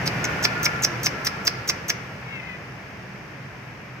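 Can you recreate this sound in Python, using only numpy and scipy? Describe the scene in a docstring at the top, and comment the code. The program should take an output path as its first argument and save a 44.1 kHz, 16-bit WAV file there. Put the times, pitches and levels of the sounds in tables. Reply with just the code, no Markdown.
"""A hard-walled room, heard through a stereo pair of microphone ports. On a stack of boxes a cat chatters
at the ceiling, about five smacks a second, then gives one faint meow. Each smack is a wet hiss, a
crackle of snaps that ring in the small mouth cavity, and a lower pop as the mouth opens.
Behind the cat the room hums and a distant whine sinks; both fade away."""
import sys
import numpy as np
from scipy import signal
from scipy.fft import rfft, irfft
from scipy.io import wavfile

SR = 44100
rng = np.random.default_rng(int(sys.argv[2]) if len(sys.argv) > 2 else 0)


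def store_wav(level_fs):
    """Save 16-bit WAV to argv[1]."""
    pcm = np.round(np.clip(np.atleast_2d(level_fs), -1, 1) * 32767)
    wavfile.write(sys.argv[1], SR, pcm.T.astype(np.int16))


N = 176400
TIME = np.arange(N) / SR

# The smacks: peak t/s, hiss lead/s, hiss level/dB, crackle level/dB, mouth ring f/Hz,
# pop delay/s, pop level/dB, pop f/Hz, sparkle (bubbles and glassy ring) gain/dB
SMACKS = [(.0765, 0.019, -34.5, -25, 4640, -0.014, -33, 2300, -21),
          (.2515, .012, -48, -23.5, 5850, -0.0056, -19, 2300, -22),
          (.4522, 0.026, -36, -17, 5250, 0.00078, -12, 2530, -6),
          (.6568, .027, -29.5, -21, 5550, 0.0078, -13.5, 2380, 1.5),
          (.846, .024, -36, -16.5, 5610, 0.0037, -18, 2050, -4),
          (1.0671, 0.035, -30, -21, 5490, -0.00046, -14, 2380, -2.5),
          (1.2714, 0.024, -33.5, -23, 4920, -.0006, -17.5, 2180, -2.5),
          (1.477, 0.026, -44, -19, 5240, 0.0026, -15.5, 2380, -5.5),
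          (1.697, 0.022, -36, -18.5, 5560, 0.0039, -14.5, 2400, -3),
          (1.902, 0.02, -38, -19.5, 5530, .0014, -14, 2230, -2)]
# Sharp snaps of the parting lips and tongue: t/s, level/dB
SHARP_SNAPS = [(0.0765, -8), (0.243, -12), (.2522, -18), (0.439, -19), (0.4422, -13), (0.4506, -10),
               (0.4518, -7), (0.455, -14), (0.647, -16), (0.6554, -8), (0.658, -8), (.66, -11),
               (0.8373, -8), (0.8378, -16), (0.842, -13), (0.8468, -8), (.848, -4.5), (.85, -6), (1.06, -9),
               (1.0622, -9), (1.0675, -10), (1.0692, -18), (1.269, -10), (1.2715, -11), (1.2739, -12),
               (1.472, -7), (1.477, -4.5), (1.4786, -8), (1.48, -20), (1.6904, -7.5), (1.697, -10.5),
               (1.7039, -11), (1.897, -15), (1.9002, -14), (1.9022, -8.5)]
# Spectra of a snap's tick, the wet hiss and the puff of air at the pop: f/Hz, relative level/dB
TICK_SPECTRUM = [(100, -13), (500, -7), (2600, -2.5), (3700, 2.5), (7500, 0.5), (9500, -7), (11500, -14),
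                 (13700, 0), (16500, -24)]
HISS_SPECTRUM = [(300, -38), (2000, -19), (5000, -4.5), (6200, 4), (7000, -17), (9500, -12.5), (12500, -18),
                 (13800, -18), (15200, -20), (16300, -32)]
PUFF_SPECTRUM = [(150, -24), (500, 1), (1000, 0), (1700, 2), (2300, 1), (3000, -2.5), (4500, -12.5),
                 (9000, -39)]
# Course of the meow: t/s, pitch f/Hz, level/dB
MEOW_COURSE = [(2.25, 545, -60), (2.285, 553, -44.5), (2.335, 550, -39.5), (2.385, 522, -40.5),
               (2.425, 510, -43), (2.47, 508, -40.5), (2.56, 496, -42), (2.578, 494, -64)]
# Resonances of the throat: f/Hz, gain/dB
THROAT_GAIN = [(500, -22), (1100, -19), (1650, -8.5), (2000, 0), (2250, 0), (2550, -6), (2780, -8),
               (3150, -15), (3850, -19), (4500, -35)]
# Decay of the room's tail: f/Hz, t60/s
ROOM_DECAY = [(200, 0.1), (2000, 1.5), (5200, 0.53), (9000, 0.26)]
# Colour of that tail: f/Hz, gain/dB
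TAIL_COLOUR = [(200, 23.5), (2000, 3.5), (5200, 0)]
# Course of the distant whine: t/s, f/Hz, level/dB
WHINE_COURSE = [(0, 1450, -57), (.25, 1443, -34.5), (.5, 1413, -32), (.75, 1396, -32.5), (.92, 1357, -38.5),
                (1.3, 1349, -38), (1.6, 1384, -41), (2.5, 1340, -57)]
# Tones in the hum: f/Hz, width/Hz, level/dB relative to the hum
HUM_TONES = [(126.4, 8.3, -6.5), (195, 9.6, -12.5), (162.7, 16, -11.5)]
# Spectra of the hum's rumble and of the airy room noise: f/Hz, relative level/dB
RUMBLE_SPECTRUM = [(20, -41), (38, -39), (50, -24), (62, -9.5), (80, -10), (105, -4), (128, -1.5),
                   (155, -4.5), (190, -6), (235, -11), (400, -28), (900, -78)]
AIR_SPECTRUM = [(100, -14), (290, 0.5), (520, -0.5), (1300, -3.5), (1700, -0.5), (2400, -3), (2850, -8.5),
                (3400, -17), (4100, -21.5), (5100, -16), (6100, -19.5), (7500, -32), (12400, -40),
                (13600, -31.5), (15300, -38), (16000, -58)]
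# Fade of the room tone: t/s, hum level/dB, air level/dB
ROOM_TONE_FADE = [(0, -30, -29), (.3, -32, -28.2), (.7, -33, -30.5), (1.4, -38.5, -34), (2.1, -39.5, -38),
                  (2.8, -41.5, -40), (4, -42.5, -41.5)]
# Likeness of the room noise at the two ports: f/Hz, coherence
PORT_COHERENCE = [(130, 0.97), (290, 0.9), (640, 0.64), (1410, 0.29), (4400, 0), (15000, 0.9)]
# Leftward lean of the cat and of the room noise, which ports() scales for each side: f/Hz, lean/dB
CAT_LEAN = [(700, -1.5), (1300, -6.5), (2300, 10), (3300, 5.5), (4600, -4), (6100, -0.5), (8100, 2.5)]
NOISE_LEAN = [(700, -1.1), (1300, 0.9), (2380, 2.5), (4400, -7), (6200, 0.5)]


def chatter(tick_db=4.5, pop_rise_s=.00048, puff_db=-9.5, puff_width_s=.0058, grain_db=3.5):
    """Wet lips part with a hiss and bubbles, snap and crackle; the opening mouth pops and puffs air."""
    rings, ticks, hiss_level, puff_level = np.zeros((4, N))
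    for peak_s, lead_s, hiss_db, crackle_db, mouth_hz, pop_delay_s, pop_db, pop_hz, sparkle_db in SMACKS:
        start_s, pop_s = peak_s - lead_s, peak_s + pop_delay_s
        for s, size in snaps(start_s, peak_s, crackle_db):
            add(rings, s, size * mouth_ring(mouth_hz, s - peak_s, sparkle_db))
            add(ticks, s, [size])
        for s, sound in saliva_bubbles(start_s, lead_s, sparkle_db):
            add(rings, s, sound)
        add(rings, pop_s, amp(pop_db) * ring(pop_hz, pop_rise_s, sag_per_s=71))
        puff_level += amp(pop_db + puff_db) * np.exp(-abs(TIME - pop_s) / puff_width_s)
        add(hiss_level, start_s, amp(hiss_db) * hiss_envelope(lead_s))
    grainy_noise = rng.standard_normal(N) * amp(grain_db * drift(rate_hz=1800))
    hiss = hiss_level * unit(colour(grainy_noise, HISS_SPECTRUM))
    puff = puff_level * unit(colour(rng.standard_normal(N), PUFF_SPECTRUM))
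    return rings + amp(tick_db) * colour(ticks, TICK_SPECTRUM) + hiss + puff


def snaps(start_s, peak_s, crackle_db, count=48, per_s=800, build_s=.017, fade_s=.0071, spread_db=7.5):
    """Lips and tongue part: (time, size) of a few sharp snaps in a crackle that builds and dies."""
    jitter, strength = rng.random((2, count))
    times = start_s + (np.arange(count) + jitter) / per_s
    building = (peak_s - times) / build_s
    fading = ((times - peak_s).clip(0) / fade_s) ** 2
    sizes = np.exp(-np.maximum(building, fading)) * amp(crackle_db + spread_db * (2 * strength - 1))
    sharp = [(s, amp(db)) for s, db in SHARP_SNAPS if start_s < s < times[-1]]
    return sharp + list(zip(times, sizes))


def mouth_ring(hz, after_peak_s, sparkle_db, sag_per_s=7, glassy_hz=14240, glassy_db=-18):
    """A snap rings the mouth cavity, lower as the mouth widens, with a glassy ring on top."""
    detune, glassy_detune = 1 + .04 * rng.standard_normal(2)
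    cavity = ring(detune * hz * np.exp(-sag_per_s * after_peak_s), rise_s=.00028)
    glassy = ring(glassy_detune * glassy_hz, rise_s=.00034)
    return cavity + amp(glassy_db + sparkle_db) * glassy


def saliva_bubbles(start_s, lead_s, sparkle_db, count=12, low_hz=8500, high_hz=14800):
    """Tiny bubbles burst, most thickly just as the lips part: (time, sound) of each."""
    for when, pitch, size in rng.random((count, 3)):
        burst = ring(high_hz - pitch ** 2 * (high_hz - low_hz), rise_s=.00012)
        yield start_s + when ** 2 * lead_s, amp(-35 + sparkle_db + 15 * size) * burst


def hiss_envelope(lead_s, attack_s=.0018, lip_db=5, lip_decay_s=.0015, swell_db=2,
                  overhang_s=.0042, release_s=.0039):
    """The first parting of the lips stands out; then the hiss grows towards the snaps and dies."""
    t = np.arange(SR // 10) / SR
    attack = np.minimum(t / attack_s, 1) * (1 + amp(lip_db) * np.exp(-t / lip_decay_s))
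    swell = amp(swell_db * (np.minimum(t / lead_s, 1) - .5))
    release = np.exp(-(t - lead_s - overhang_s).clip(0) / release_s)
    return attack * swell * release


def meow(jitter=.012, rasp_depth=.5, open_s=2.375, open_width_s=.045, open_db=6.5):
    """A thin, wavering, falling call, raspiest mid-way; the throat favours harmonics four and five."""
    hz, db = curves(MEOW_COURSE)
    start_s, end_s = MEOW_COURSE[0][0], MEOW_COURSE[-1][0]
    arch = np.sin(np.pi * np.interp(TIME, [start_s, end_s], [0, 1]))
    hz = hz * (1 + jitter * arch * drift(rate_hz=90))
    phase = 2 * np.pi * np.cumsum(hz) / SR
    # the mouth opens briefly and lifts the fifth harmonic
    lift_db = open_db * np.exp(-((TIME - open_s) / open_width_s) ** 2)
    voice = sum(amp(read(THROAT_GAIN, k * hz) + lift_db * (k == 5)) * np.sin(k * phase)
                for k in range(1, 10))
    rasp = 1 + rasp_depth * arch ** 2 * drift(rate_hz=200)
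    return unit(voice) * rasp * amp(db) * (TIME > start_s) * (TIME < end_s)


def in_room(x, early_db, tail_db, left_lag_s=.00015, early_t60_s=.082):
    """The cat at the microphone: direct sound, quick corner and ceiling reflections, the room's tail."""
    hz = np.fft.rfftfreq(N, 1 / SR)
    left = irfft(rfft(x) * np.exp(-2j * np.pi * hz * left_lag_s), N)
    early = amp(early_db) * reverb(x, [(1, early_t60_s)])
    tail = amp(tail_db) * reverb(colour(x, TAIL_COLOUR), ROOM_DECAY)
    return ports(np.array([left, x]) + early + tail, CAT_LEAN)


def reverb(x, t60, size=256):
    """Diffuse reflections, different at each port; t60 lists f/Hz, t60/s."""
    hz, t, noise = signal.stft(rng.standard_normal((2, SR // 2)), SR, nperseg=size)
    decaying = noise * amp(-60 * t / read(t60, hz)[:, None])
    tail = signal.istft(decaying, SR, nperseg=size)[1]
    return signal.fftconvolve(x[None], tail / np.linalg.norm(tail[0]), axes=1)[:, :N]


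def whine(split_hz=56, width_hz=26, upper_ratio=1.24, upper_db=-1.5):
    """Far off, two close wavering tones and a weaker upper one, diffuse at the ports."""
    hz, db = curves(WHINE_COURSE)
    tones = [(hz - split_hz / 2, 1), (hz + split_hz / 2, 1), (upper_ratio * hz, amp(upper_db))]
    pair = [sum(size * wavering_tone(f, width_hz) for f, size in tones) for _ in range(2)]
    return amp(db) * unit(np.array(pair))


def room_tone(rumble_db=-2):
    """The room hums with three wavering tones and a rumble, under airy noise; all of it fades."""
    hum_db, air_db = curves(ROOM_TONE_FADE)
    tones = sum(amp(hum_db + db) * wavering_tone(hz, width_hz) for hz, width_hz, db in HUM_TONES)
    return tones + room_noise(RUMBLE_SPECTRUM, hum_db + rumble_db) + room_noise(AIR_SPECTRUM, air_db)


def room_noise(spectrum, db):
    """Noise that is alike at both ports in the bass and the top treble, diffuse in between."""
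    hz = np.fft.rfftfreq(N, 1 / SR)
    left, unrelated = rfft(rng.standard_normal((2, N))) * amp(read(spectrum, hz))
    coherence = read(PORT_COHERENCE, hz)
    right = coherence * left + np.sqrt(1 - coherence ** 2) * unrelated
    return unit(ports(irfft(np.array([left, right]), N), NOISE_LEAN)) * amp(db)


def ports(pair, lean):
    """Each microphone port colours the sound in its own way."""
    return np.array([colour(pair[0], lean, share=.74), colour(pair[1], lean, share=-.43)])


def ring(hz, rise_s, sag_per_s=0, size=400):
    """A cavity rings for a few cycles, sinking if it widens; the envelope peaks at 1."""
    t = np.arange(size) / SR
    phase = 2 * np.pi * np.cumsum(hz * np.exp(-sag_per_s * t)) / SR
    return t / rise_s * np.exp(1 - t / rise_s) * np.sin(phase)


def wavering_tone(hz, width_hz):
    """A tone of rms 1 whose level and phase wander."""
    phase = 2 * np.pi * np.cumsum(hz * np.ones(N)) / SR
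    return drift(width_hz) * np.cos(phase) + drift(width_hz) * np.sin(phase)


def drift(rate_hz):
    """Smooth random wander of rms 1."""
    hz = np.fft.rfftfreq(N, 1 / SR)
    return unit(irfft(rfft(rng.standard_normal(N)) / (1 + (hz / rate_hz) ** 2) ** 2, N))


def colour(x, points, share=1, size=2048):
    """Causal filter with the given spectrum, its dB scaled by share."""
    hz = abs(np.fft.fftfreq(size, 1 / SR))
    log_gain = np.log(amp(share * read(points, hz)))
    taps = np.fft.ifft(np.exp(np.conj(signal.hilbert(log_gain)))).real  # minimum phase
    return signal.oaconvolve(x, taps[:size // 2])[:len(x)]


def read(points, hz):
    """Reads a table on a log-frequency axis."""
    f, value = np.transpose(points)
    return np.interp(np.log(hz + 1), np.log(f), value)


def curves(rows):
    """The columns of a time table, one value per sample."""
    s, *columns = np.transpose(rows)
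    return [np.interp(TIME, s, column) for column in columns]


def add(mix, s, sound):
    """Mixes a sound in at time s."""
    part = mix[round(s * SR):][:len(sound)]
    part += sound[:len(part)]


def amp(db):
    """Decibels to gain."""
    return 10 ** (np.asarray(db) / 20)


def unit(x):
    """Scales to rms 1."""
    return x / np.sqrt(np.mean(x ** 2) + 1e-20)


def scene():
    """The cat in front, room tone and the distant whine behind."""
    background = room_tone() + whine()
    smacks = in_room(chatter(), early_db=-8.5, tail_db=-17.5)
    call = in_room(meow(), early_db=-17, tail_db=-25)
    return smacks + call + background


def record(dry, edge_hz=16300):
    """The recorder's band limit."""
    lowpass = signal.firwin(401, edge_hz, window=("kaiser", 9), fs=SR)
    return signal.oaconvolve(dry, lowpass[None], "same")


dry = scene()
out = record(dry)
store_wav(out)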